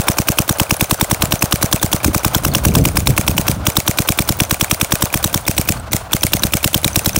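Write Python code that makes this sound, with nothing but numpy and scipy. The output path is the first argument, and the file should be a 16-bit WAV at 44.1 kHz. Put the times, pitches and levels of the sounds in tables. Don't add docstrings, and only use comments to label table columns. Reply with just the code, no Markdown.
import sys
import numpy as np
from scipy import signal
from scipy.fft import rfft, irfft, next_fast_len
from scipy.io import wavfile
from scipy.ndimage import uniform_filter1d, map_coordinates

SR = 44100
rng = np.random.default_rng(int(sys.argv[2]) if len(sys.argv) > 2 else 0)


def voltage_ratio(level):
    return 10 ** (np.asarray(level, float) / 20)


def pcm_store(signal):
    levels = np.round(np.clip(np.atleast_2d(signal), -1, 1) * 32767)
    wavfile.write(sys.argv[1], SR, levels.astype(np.int16).T)


N = 317079
LEAD_SAMPLES = SR // 20
CYCLE_S, RETURN_S = .1009, .0344
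BRIGHT_DB, CLACK_DB, BODY_DB, RETURN_DB = -7.7, -7.8, -11.6, -9.8
BODY_SAG_DB, RETURN_SAG_DB = -7, 4

# first slam t/s, shots, pop level/dB
RUNS = [(-0.0177, 5, .8), (0.4919, 1, .9), (0.5983, 1, 1.1), (0.7078, 5, .8), (1.221, 4, .4),
        (1.6262, 4, .8), (2.0447, 7, .5), (2.7518, 2, -1.1), (2.9698, 1, -1.7), (3.0713, 1, -3.1),
        (3.1777, 4, .2), (3.6671, 2, 0), (3.8775, 1, .6), (3.9863, 4, .3), (4.4016, 1, .9),
        (4.5094, 4, -1.6), (4.9207, 2, -.1), (5.1402, 3, -1.8), (5.4785, 2, -.3), (5.6878, 1, -.7),
        (5.9312, 1, -.6), (6.132, 5, -.4), (6.6428, 3, -.4), (6.9581, 3, -.5)]
# t/s, sag/0-1
PRESSURE_SAG = [(0, 0), (2.8, .05), (3.3, .4), (5.3, .45), (5.6, 1), (7.2, 1)]
SCATTER_DB = [.8, 1, 1.6, 1.2]

# t/s, level/dB
BREEZE = [(0, -36), (1.1, -39), (1.5, -34), (3.7, -34), (4.7, -36), (7.19, -34)]
# t/s, peak level/dB, 10 dB fall/s
GUSTS = [(1.116, -26, .025), (1.21, -24, .04), (1.29, -24, .08), (1.609, -29, .2), (1.922, -27, .12),
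         (2.089, -14, .04), (2.298, -26, .12), (2.501, -16.5, .1), (2.6, -19, .15), (2.693, -11, .07),
         (2.799, -9.5, .1), (2.88, -15, .03), (2.953, -14.5, .025), (3.018, -17, .07), (3.099, -10, .04),
         (3.335, -18, .12), (3.523, -19.5, .1), (3.6, -19, .08), (4.352, -28, .3), (5.23, -26.5, .11),
         (5.37, -28, .12), (5.58, -26, .08), (5.669, -27, .08), (5.76, -24.5, .2), (5.915, -24, .04),
         (6, -30, .2), (6.42, -25.5, .3), (6.911, -27, .3), (7.19, -26, .3)]
# t/s, f/Hz, level/dB
PUFFS = [
    (2.08, 300, 2),
    (2.79, 110, 2.5),
    (3.086, 125, 2),
]
# f/Hz, density/dB per Hz
RUMBLE_SPECTRUM = [(12, -50), (20, -19), (75, 3), (112, -3), (343, -20), (441, -53.5), (640, -42),
                   (700, -95), (910, -70), (1540, -120)]
# f/Hz, density/dB per Hz
FLUTTER_SPECTRUM = [(60, -41), (150, 12), (300, -1.5), (600, -8), (1200, -37)]

# t/s, level/dB
TREE_ECHO = [(0.0, -30), (0.66, -33), (1.66, -30), (2.8, -32), (7.19, -34.5)]
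# f/Hz, density/dB per Hz
TREE_SPECTRUM = [(250, -20), (400, -9), (560, 0), (1000, -3), (1500, -4.5), (1800, -14), (3500, -18),
                 (16000, -35)]

GAS_MS = [
    -14.6,
    -13,
    -2,
    9.5,
    15,
    17.5,
    33,
    45,
    200,
]
GAS_DB = [-40, -.6, -5, -12, -11, -1.2, -3, -14.5, -39.5]
# f/Hz, density/dB per Hz
HISS_SPECTRUM = [(800, -20), (2500, -5), (5000, -7.5), (6300, -2), (7500, -6), (9500, -0.5), (11500, -7.5),
                 (13500, -2), (15300, 0.5), (17000, 1.5)]

SLAM_MS = [-13.5, .4, 1.2, 1.6, 1.8, 3.8, 4, 4.8, 9, 11, 11, 27.5]
# f/Hz, pitch scatter/0-1, level/dB, t60/ms
SLAM_PARTS = [(2300, 0, -17, 6.4), (1556, 0.01, -8.5, 11), (15300, .02, 6.5, 3.7), (13900, .04, 1, 5.6),
              (7570, 0.1, 0.5, 3.46), (5600, 0.03, 0, 7.1), (10720, 0.03, -4.5, 8.4),
              (8200, 0.06, -1.5, 5.2), (884, 0.13, -16, 5.7), (7940, 0, -19, 6.1), (7100, 0.1, -18, 5.9),
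              (6550, 0.09, -12, 9.1)]
CRACK_MS = [-.2, 1.6, 3.9, 6.2, 8.5]
# level/dB, t60/ms
CRACKS = [(-9, 9), (-5, 7), (-7, 9), (-15, 6), (-23, 5)]
# f/Hz, density/dB per Hz
METAL_SPECTRUM = [(500, -16), (1500, 4), (3000, 0), (6000, 4.5), (12000, 2), (16000, 3)]
CLACK_HZ = [2400, 2400, 2750, 3400, 3400, 3850]
# t/ms from slam, f/Hz, pressure, rise/ms, t60/ms
FRAME_MODES = [(-12, 300, .1, .4, 30), (-13.2, 640, .11, .5, 18), (2.6, 620, -.12, .4, 14),
               (4.5, 700, -.28, .2, 7), (6.1, 315, .27, .2, 34), (8.9, 640, .08, .4, 20),
               (21.2, 600, .05, .4, 30), (26.6, 380, -.07, .3, 25), (38.1, 660, -.25, .6, 16),
               (35.1, 640, .08, .5, 10)]

BACK_MS = [-1.8, -.5, -.5, -.5, 1.1, 5]
# f/Hz, pitch scatter/0-1, level/dB, t60/ms
BACK_PARTS = [(5600, .08, -9, 13), (13200, 0.054, 7, 6.2), (15300, .01, -10, 7.1), (7900, 0.063, 9.5, 4.9),
              (2270, 0.1, 3.5, 9), (9400, 0.012, -22, 220)]
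# f/Hz, density/dB per Hz
SETTLE_SPECTRUM = [(1000, -18), (2000, 4.5), (6200, 1), (9500, 4.5), (12000, -10), (16000, -12)]

# t/s, level/dB, f/Hz
TICKS = [(0.0388, -21.9, 9520), (0.1327, -21.5, 5900), (0.573, -21.1, 10340), (0.7671, -13.3, 10980),
         (0.858, -22.1, 6160), (1.393, -21.1, 6160), (1.7976, -20.6, 3570), (2.0035, -21.4, 2370),
         (2.194, -19.3, 5900), (2.5169, -21, 4390), (2.7193, -21.3, 2370), (2.8131, -21.1, 6160),
         (3.7207, -21.6, 6120), (4.3696, -19.7, 15460), (4.4504, -18.4, 6070), (5.1029, -20.3, 2450),
         (5.1897, -21.4, 9220), (5.2972, -22.2, 8870), (5.4537, -21.9, 3570), (5.653, -22.3, 14080),
         (5.7739, -27, 4440), (5.7983, -25, 8180), (5.9129, -26, 6120), (6.1122, -23, 2500),
         (6.2097, -17.7, 6120), (6.3951, -14.8, 6120), (6.578, -21.0, 6160), (6.8168, -21.1, 11070),
         (6.9319, -17.5, 6120), (7.1318, -17.1, 6120)]
FAINT_HZ = [2450, 3600, 6150, 6150, 9600, 9600]


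def along(points, hz):
    f_hz, value = np.transpose(points)
    return np.interp(np.log(hz + 1), np.log(f_hz + 1), value)


def filtered(x, response):
    size = next_fast_len(x.shape[-1] + 8192)
    gain = response(np.fft.rfftfreq(size, 1 / SR))
    return irfft(rfft(x, size) * gain, size)[..., :x.shape[-1]]


def noise(spectrum, shape):
    x = filtered(rng.standard_normal(shape), lambda hz: voltage_ratio(along(spectrum, hz)))
    return x / x.std()


def wobble(rate_hz):
    knots = rng.standard_normal(int(N * rate_hz / SR) + 4)
    return map_coordinates(knots, [np.arange(N) * rate_hz / SR])


def ring(ms, hz, rise_ms, t60_ms):
    t_ms = np.maximum(ms, 0)
    decay = voltage_ratio(-60 * t_ms / t60_ms)
    rise = 1 - np.exp(-t_ms / max(rise_ms, .05))
    return np.sin(2 * np.pi * hz * t_ms / 1000) * decay * rise


def cycle_ms(count, seconds):
    ms = (np.arange(int(seconds * SR)) - LEAD_SAMPLES) * 1000 / SR
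    return np.tile(ms, (count, 1))


def place(rows, times_s):
    first = np.round(np.asarray(times_s) * SR).astype(int)[:, None]
    at = first + np.arange(rows.shape[1]) + LEAD_SAMPLES
    return np.bincount(at.ravel(), rows.ravel(), N + SR)[2 * LEAD_SAMPLES:][:N]


def slams():
    shots = [(start_s + k * CYCLE_S, db) for start_s, count, db in RUNS for k in range(count)]
    s, pop_db = np.transpose(shots)
    return s, pop_db, np.interp(s, *np.transpose(PRESSURE_SAG))


def strikes(times_ms, parts, ms):
    total = 0
    for at_ms, (hz, scatter, db, t60_ms) in zip(times_ms, parts):
        late, tune, size = rng.standard_normal((len(ms), 3)).T[:, :, None]
        mode = ring(ms - at_ms - 0.111 * late, hz * (1 + scatter * tune), 0.31, t60_ms)
        total = total + voltage_ratio(db + 1.4 * size) * mode
    return total


def wind():
    t_s = np.arange(N) / SR
    wind_db = np.interp(t_s, *np.transpose(BREEZE))
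    for s, peak_db, fall_s in GUSTS:
        wind_db = np.maximum(wind_db, peak_db - 10 * np.abs(t_s - s) / fall_s)
    flutter = voltage_ratio(-5 + 0.95 * (wind_db + 15.5)) * noise(FLUTTER_SPECTRUM, N)
    buffet = noise(RUMBLE_SPECTRUM, N) + flutter
    power = np.abs(uniform_filter1d(buffet ** 2, size=SR // 16))
    steady = buffet / np.sqrt(power + 0.033)
    puffs = sum(voltage_ratio(db) * ring(1000 * (t_s - s), hz, 1000 / hz, 12000 / hz) for s, hz, db in PUFFS)
    return voltage_ratio(wind_db) * steady + puffs


def trees():
    wash = voltage_ratio(3 * wobble(70) + wobble(12)) * noise(TREE_SPECTRUM, N)
    echo_db = np.interp(np.arange(N) / SR, *np.transpose(TREE_ECHO)) + 1
    return voltage_ratio(echo_db) * wash / wash.std()


def gas():
    s = slams()[0]
    flow_db = np.interp(cycle_ms(len(s), 1 / 4), GAS_MS, GAS_DB, left=-120) - 18.5
    flow = place(voltage_ratio(flow_db) ** 2, s)
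    return np.sqrt(flow) * voltage_ratio(1.65 * wobble(300)) * noise(HISS_SPECTRUM, N)


def muzzle(ms):
    def step(at_ms, width_ms):
        return .5 + .5 * np.tanh((ms - at_ms) / width_ms)

    ball_out = step(17, .45)
    push = .34 * np.exp(np.minimum(ms - 16.2, 0) / 1.1) * (1 - ball_out)
    suction = -.56 * ball_out * (1 - step(19.8, .55))
    refill_decay = np.exp(-np.maximum(ms - 21.5, 0) / 5)
    refill = .16 * step(20.9, .5) * refill_decay * (1 - step(27, .5))
    return push + suction + refill


def marker():
    s, pop_db, sag = np.array(slams())[:, :, None]
    spread_db = rng.standard_normal((len(s), 3)) * SCATTER_DB[:3]
    bright_db, clack_db, body_db = spread_db.T[:, :, None]
    ms = cycle_ms(len(s), 1 / 8)

    crack = 0
    for at_ms, (db, t60_ms) in zip(CRACK_MS, CRACKS):
        crack = crack + voltage_ratio(db - 60 * np.maximum(ms - at_ms, 0) / t60_ms) * (ms >= at_ms)
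    bright = strikes(SLAM_MS, SLAM_PARTS, ms) + crack * noise(METAL_SPECTRUM, ms.shape)

    lead_hz = rng.choice(CLACK_HZ, s.shape) * rng.normal(1, .03, s.shape)
    other_hz = rng.uniform(2076, 3980, (len(s), 2)).T[:, :, None]
    clack = voltage_ratio(-1.5) * ring(ms + .2, lead_hz, .4, 6.5)
    clack = clack + voltage_ratio(-1.5) * ring(ms, other_hz[0], .2, 6)
    clack = clack + voltage_ratio(-7) * ring(ms - 2.3, other_hz[1], .3, 8)

    damping = np.exp(-np.maximum(ms / 4, 0) ** 4)
    body = ring(ms - .85, rng.normal(1020, 60, s.shape), .6, 30) * damping
    frame = sum(size * ring(ms - at_ms, hz, rise_ms, t60_ms)
                for at_ms, hz, size, rise_ms, t60_ms in FRAME_MODES)

    rows = voltage_ratio(BRIGHT_DB + bright_db + 7) * bright
    rows = rows + voltage_ratio(CLACK_DB + clack_db + 10) * clack
    rows = rows + voltage_ratio(BODY_DB + BODY_SAG_DB * sag + body_db + 9) * body
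    rows = rows + voltage_ratio(pop_db) * (muzzle(ms) + frame)
    return place(rows, s[:, 0])


def bolt_return():
    s, _, sag = np.array(slams())[:, :, None]
    db = RETURN_DB + RETURN_SAG_DB * sag + SCATTER_DB[3] * rng.standard_normal(s.shape)
    ms = cycle_ms(len(s), 1 / 5)
    t60_ms = np.where(ms > 0, 9, 4)
    knock = voltage_ratio(5 - 60 * np.abs(ms) / t60_ms) * noise(METAL_SPECTRUM, ms.shape)
    rattle = voltage_ratio(-16.5 - 60 * ms / 250) * (ms > 0) * noise(SETTLE_SPECTRUM, ms.shape)
    rows = voltage_ratio(db - 8) * (strikes(BACK_MS, BACK_PARTS, ms) + knock + rattle)
    return place(rows, s[:, 0] + RETURN_S)


def ticks():
    shots_s = slams()[0]
    count = len(shots_s)
    faint_s = shots_s + rng.uniform(.045, .08, count)
    faint = np.array([faint_s, rng.normal(-26, 2, count), rng.choice(FAINT_HZ, count)])
    heard = rng.random(count) < .55
    s, db, hz = np.hstack([np.transpose(TICKS), faint[:, heard]])[:, :, None]
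    ms = cycle_ms(len(s), 1 / 14) + .5
    click = voltage_ratio(-8 - 60 * np.maximum(ms, 0) / 5) * (ms > 0) * noise(METAL_SPECTRUM, ms.shape)
    return place(voltage_ratio(db + 6.5) * (ring(ms, hz, .8, 13) + click), s[:, 0])


def scene():
    field = wind() + trees()
    shots = gas() + marker() + bolt_return() + ticks()
    return (field + shots)[None]


def top_cut(x):
    return signal.sosfilt(signal.butter(12, 16790, fs=SR, output="sos"), x)


def record(dry):
    def response(hz):
        low_pass = np.clip((16000 - hz) / 300, 0, 1)
        return low_pass * hz / np.sqrt(hz ** 2 + 32 ** 2)

    mix = np.clip(filtered(dry, response), -1, 1)
    return top_cut(mix)


dry = scene()
out = record(dry)
pcm_store(out)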